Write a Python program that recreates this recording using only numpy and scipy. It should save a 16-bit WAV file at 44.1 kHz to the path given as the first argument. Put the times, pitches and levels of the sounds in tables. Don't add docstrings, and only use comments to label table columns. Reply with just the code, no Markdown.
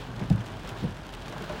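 import sys
import numpy as np
from scipy import signal
from scipy.fft import rfft, irfft
from scipy.io import wavfile

SR = 44100
rng = np.random.default_rng(int(sys.argv[2]) if len(sys.argv) > 2 else 0)


def pcm_store(signal):
    levels = np.round(np.clip(np.atleast_2d(signal), -1, 1) * 32767)
    wavfile.write(sys.argv[1], SR, levels.astype(np.int16).T)


N = 70560
TIME_S = np.arange(N) / SR


def from_db(db):
    return 10 ** (np.asarray(db) / 20)


def unit_rms(x):
    return x / np.sqrt(np.mean(x ** 2) + 1e-20)


def gain_curve(points):
    return from_db(np.interp(TIME_S, *np.transpose(points)))


def band(x, low_hz, high_hz, order=2):
    sos = signal.butter(order, [low_hz, high_hz], "band", fs=SR, output="sos")
    return signal.sosfilt(sos, x + 1e-18)


def drift(rate_hz):
    hz = np.arange(N + 1) * SR / (2 * N)
    spectrum = rfft(rng.standard_normal(2 * N)) / (1 + (hz / rate_hz) ** 2)
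    return unit_rms(irfft(spectrum)[:N])


def colour(x, spectrum):
    hz, db = np.transpose(spectrum)
    grid_hz = np.maximum(np.arange(N // 2 + 1) * SR / N, 1)
    skirts = (1 + (hz[0] / grid_hz) ** 4) * (1 + (grid_hz / hz[-1]) ** 4)
    magnitude = from_db(np.interp(np.log(grid_hz), np.log(hz), db)) / np.sqrt(skirts)
    cepstrum = irfft(np.log(magnitude))
    response = np.exp(rfft(2 * cepstrum[:N // 2], N))
    return unit_rms(irfft(rfft(x) * response))


def impacts(per_s, spread_db):
    sizes = from_db(spread_db * np.minimum(rng.exponential(1, N), 4))
    return (rng.random(N) < per_s / SR) * sizes * rng.choice([-1, 1], N)


def hum(pitch_hz, wander, flutter_db):
    phase = 2 * np.pi * np.cumsum(pitch_hz * (1 + wander * drift(rate_hz=11.6))) / SR
    return unit_rms(np.sin(phase) * from_db(flutter_db * drift(rate_hz=11)))


def swell(start_s, swell_s):
    age = np.maximum(TIME_S - start_s, 0) / swell_s
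    return age * np.exp(1 - age)


def boom(start_s, pitch_hz, swell_s):
    return swell(start_s, swell_s) * np.sin(2 * np.pi * pitch_hz * (TIME_S - start_s))


def cabin_rumble():
    # freq_hz, gain_db
    spectrum = [(40, -17.5), (50, 0), (75, -4), (115, -2), (170, -3.5), (260, -7), (450, -16.5)]
    rumble = from_db(-45) * colour(rng.standard_normal(N), spectrum)
    drone = from_db(-48) * hum(pitch_hz=47.5, wander=0.073, flutter_db=1.8)
    return rumble + drone


def spray():
    # time_s, relative_db
    strength = [(0, -45.5), (.1, -54.5), (.22, -59.5), (.27, -52), (.42, -60), (.48, -54), (.58, -53),
                (.64, -50.5), (.695, -45), (.74, -54.5), (.81, -46), (.95, -60.5), (1.14, -54),
                (1.23, -52.5), (1.42, -49), (1.6, -45.5)]
    # freq_hz, gain_db
    spectrum = [(1000, -10), (2100, 4.5), (3200, 7), (4200, 1.5), (6000, -9), (9000, -14.5), (12000, -25),
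                (16000, -11)]
    drops = impacts(per_s=9000, spread_db=1.5)
    return from_db(-2) * gain_curve(strength) * colour(drops, spectrum)


def roof_rain():
    # time_s, relative_db
    gusts = [(0, -45.5), (.11, -47), (.235, -42.5), (.28, -45.5), (.42, -44.5), (.54, -44.5), (.62, -46),
             (.7, -41), (.8, -45), (.88, -44.5), (.95, -48), (1.12, -46.5), (1.27, -45.5), (1.36, -41),
             (1.46, -44), (1.51, -41.5), (1.6, -41)]
    # freq_hz, gain_db
    spectrum = [(130, 10.5), (200, -0.5), (300, 2.5), (450, 0), (650, 0), (950, -0.5), (1250, -4.5),
                (1600, -3.5), (2100, -13.5), (3200, -23), (6000, -27)]
    drops = impacts(per_s=2500, spread_db=2)
    return from_db(2.5) * gain_curve(gusts) * colour(drops, spectrum)


def roof_taps():
    # start_s, level_db
    taps = [(1.327, -44), (1.357, -43.5), (1.408, -41.5), (1.432, -46), (1.495, -36.5), (1.516, -43),
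            (1.532, -44.5), (1.563, -45)]
    # pitch_hz, gain_db, swell_s
    modes = [(151, -8, .01), (197, -3.5, .012), (364, -6, .008), (432, -1.5, 0.0079), (600, 1, 0.0091),
             (666, -0.5, 0.0031), (1016, -4, 0.0059), (1477, -6, 0.0041)]
    out = np.zeros(N)
    for start_s, level_db in taps:
        for pitch_hz, gain_db, swell_s in modes:
            gain = rng.standard_normal() * from_db(level_db + gain_db)
            out += gain * boom(start_s, pitch_hz, swell_s)
    return out


def windshield_drops(ring_t60_s=0.031):
    # start_s, relative_db, extra_tick_db
    big_drops = [(0.163, -6, -9), (0.194, -4, -8), (0.2765, -11, -3), (0.2995, -11, 13), (0.3268, -4, 2),
                 (0.3602, -13, 11), (0.391, -10, -3), (0.4615, -7.5, 6.5), (0.467, -7.5, 1),
                 (0.6757, -7, 8), (0.6912, -2, 7), (0.694, -9, -6), (0.7868, -13, 10), (1.0677, -11.5, 12),
                 (1.091, -4, -6), (1.130, -9, 4), (1.138, -1, 1), (1.1495, -5, 5), (1.221, -5.5, -8),
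                 (1.281, -1, -4), (1.2985, -12, 12), (1.324, -0.5, -9), (1.381, -3, 1), (1.4223, -2, 6.5),
                 (1.441, -3, -1), (1.495, -1.5, -3)]
    # freq_hz, gain_db
    ring_spectrum = [(1200, -1.5), (2200, 2), (3200, 4), (4400, -3.5), (6000, -6.5), (9000, -15.5),
                     (12000, -23.5), (16000, -23.5)]
    small_drops = from_db(-44.5) * impacts(per_s=420, spread_db=3)
    ticks, blows = small_drops.copy(), small_drops.copy()
    for start_s, relative_db, extra_tick_db in big_drops:
        size = from_db(relative_db - 23)
        blows[int(start_s * SR)] += size
        ticks[int(start_s * SR)] += size * from_db(extra_tick_db)
    energy_retained = 1e-6 ** (1 / (ring_t60_s * SR))
    energy = signal.lfilter([1], [1, -energy_retained], blows ** 2 + 1e-18)
    rings = colour(np.sqrt(energy) * rng.standard_normal(N), ring_spectrum)
    return from_db(-53) * rings + from_db(-3) * band(ticks, low_hz=2200, high_hz=8900, order=1)


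def wiper_motor():
    # time_s, level_db
    loudness = [(0, -49), (.06, -43), (.18, -38), (.28, -38), (.41, -38.5), (.45, -50.5), (.53, -42),
                (.6, -66), (.73, -43.5), (.8, -43), (.92, -61), (1.6, -80)]
    rattle = unit_rms(band(rng.standard_normal(N), low_hz=101, high_hz=280))
    tone = hum(pitch_hz=116.6, wander=0.0635, flutter_db=3)
    return gain_curve(loudness) * unit_rms(tone + from_db(-4) * rattle)


def swishes_and_park_tick():
    # start_s, level_db, swell_s, low_hz, high_hz
    bursts = [(0.21, -46, 0.011, 930, 2430), (0.3004, -37.5, 0.0011, 2310, 5900),
              (0.375, -48, 0.0072, 1190, 3340), (0.838, -55.5, 0.0021, 9700, 10900)]
    out = np.zeros(N)
    for start_s, level_db, swell_s, low_hz, high_hz in bursts:
        hiss = unit_rms(band(rng.standard_normal(N), low_hz, high_hz))
        out += from_db(level_db) * swell(start_s, swell_s) * hiss
    return out


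def wiper_knocks():
    # start_s, level_db, hardness_hz, pitch_ratio
    knocks = [(0.2095, -34.5, 790, 0.95), (0.2125, -27, 150.9, 1.11), (0.2243, -29.5, 332, 0.91),
              (0.3018, -29, 1037, 0.92), (0.3059, -1.5, 89.2, 0.99), (0.3073, -30.5, 890, 1.006),
              (0.341, -15, 102, 0.85), (0.3784, -26.5, 129, 1.02), (0.8219, -28.5, 276, 1.09),
              (0.8359, -25, 460, 1.03), (0.837, -16.5, 97, 0.77), (0.8488, -27.5, 416, 1.1),
              (0.8673, -34.5, 360, 0.89)]
    # mode_hz, gain_db, swell_s
    modes = [(62, -25, 0.015), (112.8, -16.5, 0.023), (163.2, 1.5, 0.0052), (198, -5.5, 0.013),
             (262, -1, 0.0028), (417, -12, 0.005), (480, -7.5, .0051), (658, -12, 0.0056),
             (823, -6.5, 0.0031)]
    out = np.zeros(N)
    for start_s, level_db, hardness_hz, pitch_ratio in knocks:
        for k, (mode_hz, gain_db, swell_s) in enumerate(modes):
            contact_lowpass = 1 / np.sqrt(1 + (mode_hz / hardness_hz) ** 4)
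            gain = (-1) ** k * from_db(level_db + gain_db) * contact_lowpass
            out += gain * boom(start_s, mode_hz * pitch_ratio, swell_s)
    return out


def scene():
    rain = windshield_drops() + roof_rain() + spray() + roof_taps()
    wipers = wiper_knocks() + swishes_and_park_tick() + wiper_motor()
    return (rain + wipers + cabin_rumble())[None]


def record(dry):
    cutoff_hz = 15800
    return signal.sosfilt(signal.ellip(12, .1, 90, cutoff_hz, fs=SR, output="sos"), dry)


dry = scene()
out = record(dry)
pcm_store(out)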